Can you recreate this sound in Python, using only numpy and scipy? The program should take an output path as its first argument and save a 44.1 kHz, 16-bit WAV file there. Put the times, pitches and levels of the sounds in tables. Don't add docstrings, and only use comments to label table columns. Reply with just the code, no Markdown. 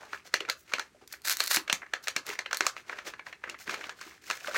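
import sys
import numpy as np
from scipy import signal
from scipy.fft import rfft, irfft
from scipy.io import wavfile
from scipy.ndimage import uniform_filter1d

SR = 44100
rng = np.random.default_rng(int(sys.argv[2]) if len(sys.argv) > 2 else 0)


def to_wav(s):
    ch = np.atleast_2d(s).T
    pcm = np.round(np.clip(ch, -1, 1) * 32767)
    wavfile.write(sys.argv[1], SR, pcm.astype(np.int16))


N = 201563
TIME = np.arange(N) / SR


def undb(db):
    return 10 ** (np.asarray(db) / 20)


def unit(x):
    return x / np.sqrt(np.mean(x ** 2) + 1e-18)


def add(out, start_s, x):
    start = int(start_s * SR)
    first, last = max(start, 0), min(start + len(x), N)
    if last > first:
        out[first:last] += x[first - start:last - start]


def envelope(start_s, hold_s, attack_s, release_s):
    since_s = TIME - start_s
    return np.exp(np.minimum(since_s, 0) / attack_s - np.maximum(since_s - hold_s, 0) / release_s)


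def freqs(size=2048):
    return np.maximum(np.arange(size // 2 + 1) * SR / size, 1)


def colour(points):
    hz, db = np.transpose(points)
    return np.interp(np.log(freqs()), np.log(hz), db)


def resonance(hz, width_hz, peak_db):
    detuning = 2 * (freqs() - hz) / width_hz
    return 10 * np.log10(1 + undb(peak_db) ** 2 / (1 + detuning ** 2))


def response(curve_db):
    cepstrum = irfft(np.log(undb(curve_db)))
    half = len(cepstrum) // 2
    cepstrum[1:half] *= 2
    cepstrum[half + 1:] = 0
    impulse = irfft(np.exp(rfft(cepstrum)))
    return impulse / np.linalg.norm(impulse)


def through(x, impulse):
    return signal.fftconvolve(x, impulse)[:len(x)]


def tilted(x, points, tilt_db_per_octave):
    tilt_db = tilt_db_per_octave * np.log2(np.maximum(freqs(), 500) / 2000)
    return through(x, response(colour(points) + tilt_db))


def grains(count, per_s, spread_db):
    chance, size, sign = rng.random((count, 3)).T
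    size = np.minimum(-np.log(1 - size), 4)
    return unit((chance < per_s / SR) * np.sign(sign - .5) * undb(spread_db * size))


# freq_hz, level_db
ROOM_TONE_COLOUR = [(20, -23), (35, -21), (55, 1.5), (85, -6.5), (130, -5.5), (200, -8), (400, -4),
                    (600, -24.5), (1600, -14.5), (3000, -21), (8000, -24), (16000, -39)]


def room_tone():
    return undb(-66) * unit(through(rng.standard_normal(N), response(colour(ROOM_TONE_COLOUR))))


# centre_hz, t60_s, level_db
ROOM_DECAY = [(194, 0.16, -10), (610, 0.22, -5.5), (1720, 0.19, -9), (4000, 0.14, -6), (11000, 0.14, -9)]


def room_echo(x, count=16384):
    t = np.arange(count) / SR
    reflections = rfft(grains(count, per_s=7000, spread_db=3.5))
    log_hz, log_centres = np.log(freqs(count)), np.log([row[0] for row in ROOM_DECAY])
    onset = np.clip((t - 0.002) / 0.0029, 0, 1)
    tail = np.zeros(count)
    for (_, t60_s, level_db), this_band in zip(ROOM_DECAY, np.eye(len(ROOM_DECAY))):
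        fade = undb(-60 * t / t60_s) * onset
        band = irfft(reflections * np.interp(log_hz, log_centres, this_band))
        tail += undb(level_db) * band * fade / np.linalg.norm(fade)
    return through(x, tail)


def crinkles():
    facets = [signal.iirpeak(hz, Q=7, fs=SR) for hz in np.geomspace(420, 2500, 11)]
    return unit(sum(signal.lfilter(*facet, grains(N, per_s=45, spread_db=5)) for facet in facets))


def friction():
    wander = unit(uniform_filter1d(rng.standard_normal(N), size=300))
    grip = unit(undb(3 * wander))
    slips = grains(N, per_s=4000, spread_db=3) * grip
    return undb(-0.5) * slips + undb(-5) * crinkles()


# freq_hz, level_db
FRICTION_COLOUR = [(60, -20.5), (180, -7.5), (350, -1.5), (600, -4), (950, -6), (1400, 0.5), (2200, -2.5),
                   (3300, -6.5), (4200, -6.5), (6500, -8.5), (9500, -21), (15000, -23)]


def rustle(held_db=-75, firm_rustle_db=-54.5):
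    power = undb(held_db) ** 2
    for start_s, level_db, _, _ in PANEL_BUCKLES:
        bend = envelope(start_s, hold_s=0, attack_s=0.012, release_s=0.013)
        rustle_db = firm_rustle_db + 0.55 * (level_db - FIRM_BUCKLE_DB)
        power = power + (undb(rustle_db) * bend) ** 2
    return tilted(friction() * np.sqrt(power), FRICTION_COLOUR, tilt_db_per_octave=0.5)


# start_s, length_s, level_db, tilt_db_per_octave
STROKES = [(-.04, 0.21, -53.5, 0), (0.105, 0.11, -52, 2.5), (0.242, 0.061, -50.5, 2.5),
           (0.477, 0.027, -42.5, -5), (0.559, 0.095, -55.5, 11), (0.64, 0.27, -54, 1),
           (1.008, 0.04, -56.5, -2), (1.091, 0.09, -54, 4.5), (2.023, 0.047, -45.5, 4.5),
           (2.25, 0.12, -38, 1.5), (2.494, 0.083, -51, 29), (2.631, 0.078, -39, 2),
           (2.749, 0.097, -54, 1.5), (2.838, 0.25, -51, -0.5), (3.045, 0.083, -43, 1.5),
           (3.245, 0.097, -52.5, 1.5), (3.449, 0.11, -50.5, -3.5), (3.58, 0.08, -46.5, 5),
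           (3.655, 0.17, -41, -0.5), (3.782, 0.17, -48.5, -.5), (3.948, 0.26, -50.5, 2.5),
           (4.21, 0.31, -48.5, 3.5), (4.421, 0.16, -45, 1.5), (4.53, 0.12, -33, 1.5)]


def finger_strokes(fastest_at=0.34):
    out, surface = np.zeros(N), friction()
    for start_s, length_s, level_db, tilt in STROKES:
        speed = np.interp((TIME - start_s) / length_s, [0, fastest_at, 1], [0, 1, 0])
        out += tilted(surface * undb(level_db) * speed, FRICTION_COLOUR, tilt)
    return out


# start_s, pitch_hz, level_db
FLEXES = [(0.408, 430, -25.5), (.739, 273, -31.5), (0.947, 610, -43), (1.571, 300, -22.5),
          (1.73, 218, -28.5), (2.164, 270, -29), (2.607, 390, -27), (3.681, 298, -29.5), (4.065, 347, -37),
          (4.483, 597, -21)]


def hollow_bumps(width_hz=160, count=4096):
    out, t = np.zeros(N), np.arange(count) / SR
    age = np.pi * width_hz * t
    puff = age * np.exp(-age)
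    for start_s, pitch_hz, level_db in FLEXES:
        add(out, start_s, undb(level_db) * np.sin(2 * np.pi * pitch_hz * t) * puff)
    return out


# freq_hz, level_db
RIP_COLOUR = [(80, -52), (300, -14), (600, -9.5), (950, -8), (1450, 3), (2500, -3.5), (3200, -7),
              (4200, 2.5), (5100, -3), (7000, -4.5), (9000, -10), (13500, -9), (16000, -15.5)]
# start_s, length_s, level_db, tilt_db_per_octave
RIP_TUGS = [(1.251, 0.077, -34, 1), (1.386, 0.07, -44, -0.5), (1.504, 0.058, -29, 1.5)]


def rip(bunch_s=0.002, rise_db_per_s=64):
    bunch = np.exp(-np.arange(512) / SR / bunch_s)
    catches = unit(through(abs(grains(N, per_s=260, spread_db=2.5)), bunch))
    surges = 1 + undb(-1) * np.minimum(catches, 3)
    fine_fibres = unit(grains(N, per_s=9000, spread_db=3) * surges)
    out = np.zeros(N)
    for start_s, length_s, level_db, tilt in RIP_TUGS:
        rise_db = rise_db_per_s * np.clip(TIME - start_s, 0, length_s)
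        force = undb(level_db + rise_db) * envelope(start_s, length_s, attack_s=0.0046, release_s=0.005)
        out += tilted(fine_fibres * force, RIP_COLOUR, tilt)
    return out


# start_s, level_db
FIBRE_BREAKS = [(1.076, -24.5), (1.125, -16.5), (1.1275, -15.5), (1.2189, -29.5), (1.2733, -10),
                (1.282, -5.5), (1.2959, 0), (1.3244, -4), (1.37, -7.5), (1.3987, -11.5), (1.4383, -6.5),
                (1.461, -12), (1.473, -9.5), (1.477, -6), (1.5135, -4), (1.565, -9), (2.0418, -23.5),
                (2.266, -16), (2.5711, -6.5)]


def fibre_cracks(splinter_s=0.0014, count=512):
    out, t = np.zeros(N), np.arange(count) / SR
    for start_s, level_db in FIBRE_BREAKS:
        splinters = grains(count, per_s=15000, spread_db=9.5) * np.exp(-t / splinter_s)
        add(out, start_s, undb(level_db) * splinters / np.linalg.norm(splinters))
    return tilted(out, RIP_COLOUR, tilt_db_per_octave=2.5)


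# low_hz, high_hz
SNAP_BANDS = [(150, 900), (900, 3200), (3200, 8000), (8000, 16000)]


def voiced(click, levels_db, span_s=0.006):
    hz, centres_hz = freqs(len(click)), np.mean(SNAP_BANDS, axis=1)
    for _ in range(2):
        power = abs(rfft(click)) ** 2 * 2 / len(click) / (span_s * SR)
        band_db = 10 * np.log10([power[(hz > low) & (hz < high)].sum() for low, high in SNAP_BANDS])
        curve_db = colour(list(zip(centres_hz, levels_db - band_db)))
        click = through(click, response(curve_db)) * np.sqrt(np.mean(undb(curve_db) ** 2))
    return click


# freq_hz, level_db
PANEL_COLOUR = [(60, -29.5), (200, -8.5), (550, 6), (850, 1.5), (1350, 6), (1900, 3.5), (2700, 1),
                (3300, -2), (4200, 1.5), (5000, -5), (6800, 2.5), (9000, 0.5), (14000, 6), (16000, -3)]
# start_s, level_db, pitch_hz, treble_db
PANEL_BUCKLES = [(.1319, -31, 1610, -14.5), (0.1461, -37.5, 1650, -15), (0.3412, -20, 1920, -3.5),
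                 (0.4057, -32, 2860, -6), (0.4514, -40.5, 2340, -14), (0.4888, -31, 1240, -9.5),
                 (0.4989, -26.5, 4600, 0.5), (.722, -38, 1220, -12), (0.7372, -23, 2370, -6),
                 (0.7841, -32.5, 1370, -11), (0.796, -29.5, 1350, -3.5), (1.1383, -40, 1890, -21),
                 (1.4045, -25, 4400, 2.5), (1.512, -26, 1580, -3), (1.57, -24, 1950, -5.5),
                 (1.6794, -35, 1990, -7.5), (1.699, -23, 2700, -6.5), (1.7282, -24, 2580, 2),
                 (1.8199, -39.5, 2440, -24), (1.8296, -38.5, 1800, -36), (1.865, -46.5, 1740, -17),
                 (1.9371, -24, 1700, -8.5), (2.0734, -30.5, 1760, -7), (2.0831, -29, 1920, 1),
                 (2.1644, -25.5, 2320, -1.5), (2.391, -28, 2050, -5.5), (2.4611, -33, 2950, -11.5),
                 (2.5119, -33.5, 1440, -9), (2.5305, -25, 1340, -4.5), (2.5463, -35, 1420, 1),
                 (2.608, -20.5, 1500, -6), (2.667, -22.5, 1220, 0), (2.7665, -36, 1380, -13),
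                 (2.8964, -31.5, 1310, -16), (2.93, -34, 1430, -30), (2.9876, -35, 1590, -11),
                 (3.1377, -39, 1730, -14), (3.195, -37.5, 2320, -18), (3.267, -38.5, 1850, -10.5),
                 (3.3283, -39, 2060, -11.5), (3.4395, -32, 1900, -20), (3.4753, -40, 1760, -35),
                 (3.4975, -38, 2730, -1), (3.545, -40, 1870, -19), (3.6779, -36, 1520, -14),
                 (3.6955, -32, 2240, -7.5), (3.7428, -33, 2230, -5), (3.8108, -38, 2060, -12),
                 (3.8412, -36, 3020, -11), (3.895, -34.5, 1540, -7.5), (4.013, -40.5, 1320, -2.5),
                 (4.3011, -27.5, 1440, -5.5), (4.311, -27.5, 1610, -5), (4.4739, -34.5, 3080, -10),
                 (4.552, -31, 1840, -15), (4.5636, -27, 1940, -9)]
FIRM_BUCKLE_DB = -26.5


def snaps(crease_db, ring_db, lead_samples=256, count=2048):
    out, t = np.zeros(N), (np.arange(count) - lead_samples) / SR
    dull = signal.butter(1, 3920, fs=SR)
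    for start_s, level_db, pitch_hz, treble_db in PANEL_BUCKLES:
        force_db = level_db - FIRM_BUCKLE_DB
        settle_s = 0.0028 * 2 ** (-force_db / 30.5)
        swell = np.exp(-abs(t) / np.where(t < 0, 0.33 * settle_s, settle_s))
        creases = signal.lfilter(*dull, grains(count, per_s=12000, spread_db=1)) * swell
        push = undb(crease_db - 0.18 * force_db) * creases
        push[lead_samples] += 1
        panel_db = colour(PANEL_COLOUR) + resonance(pitch_hz, width_hz=520, peak_db=ring_db)
        snap = through(push, response(panel_db))
        bass_db = -14 + 0.11 * force_db
        top_db = -13 + 1.64 * treble_db
        balance_db = np.array([bass_db, 0, treble_db, top_db])
        add(out, start_s + t[0], voiced(snap, level_db + balance_db))
    return out


def scene():
    paper = rip() + fibre_cracks() + finger_strokes() + rustle()
    bumps = hollow_bumps()
    to_microphone = paper + bumps + snaps(crease_db=-13.5, ring_db=13)
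    to_walls = paper + undb(4.5) * bumps + snaps(crease_db=-19.5, ring_db=2.5)
    return (to_microphone + room_echo(to_walls) + room_tone())[None]


def record(dry):
    low_cut = signal.butter(2, 40, "high", fs=SR, output="sos")
    high_cut = signal.ellip(10, .2, 80, 16000, fs=SR, output="sos")
    return signal.sosfilt(high_cut, signal.sosfilt(low_cut, dry))


dry = scene()
out = record(dry)
to_wav(out)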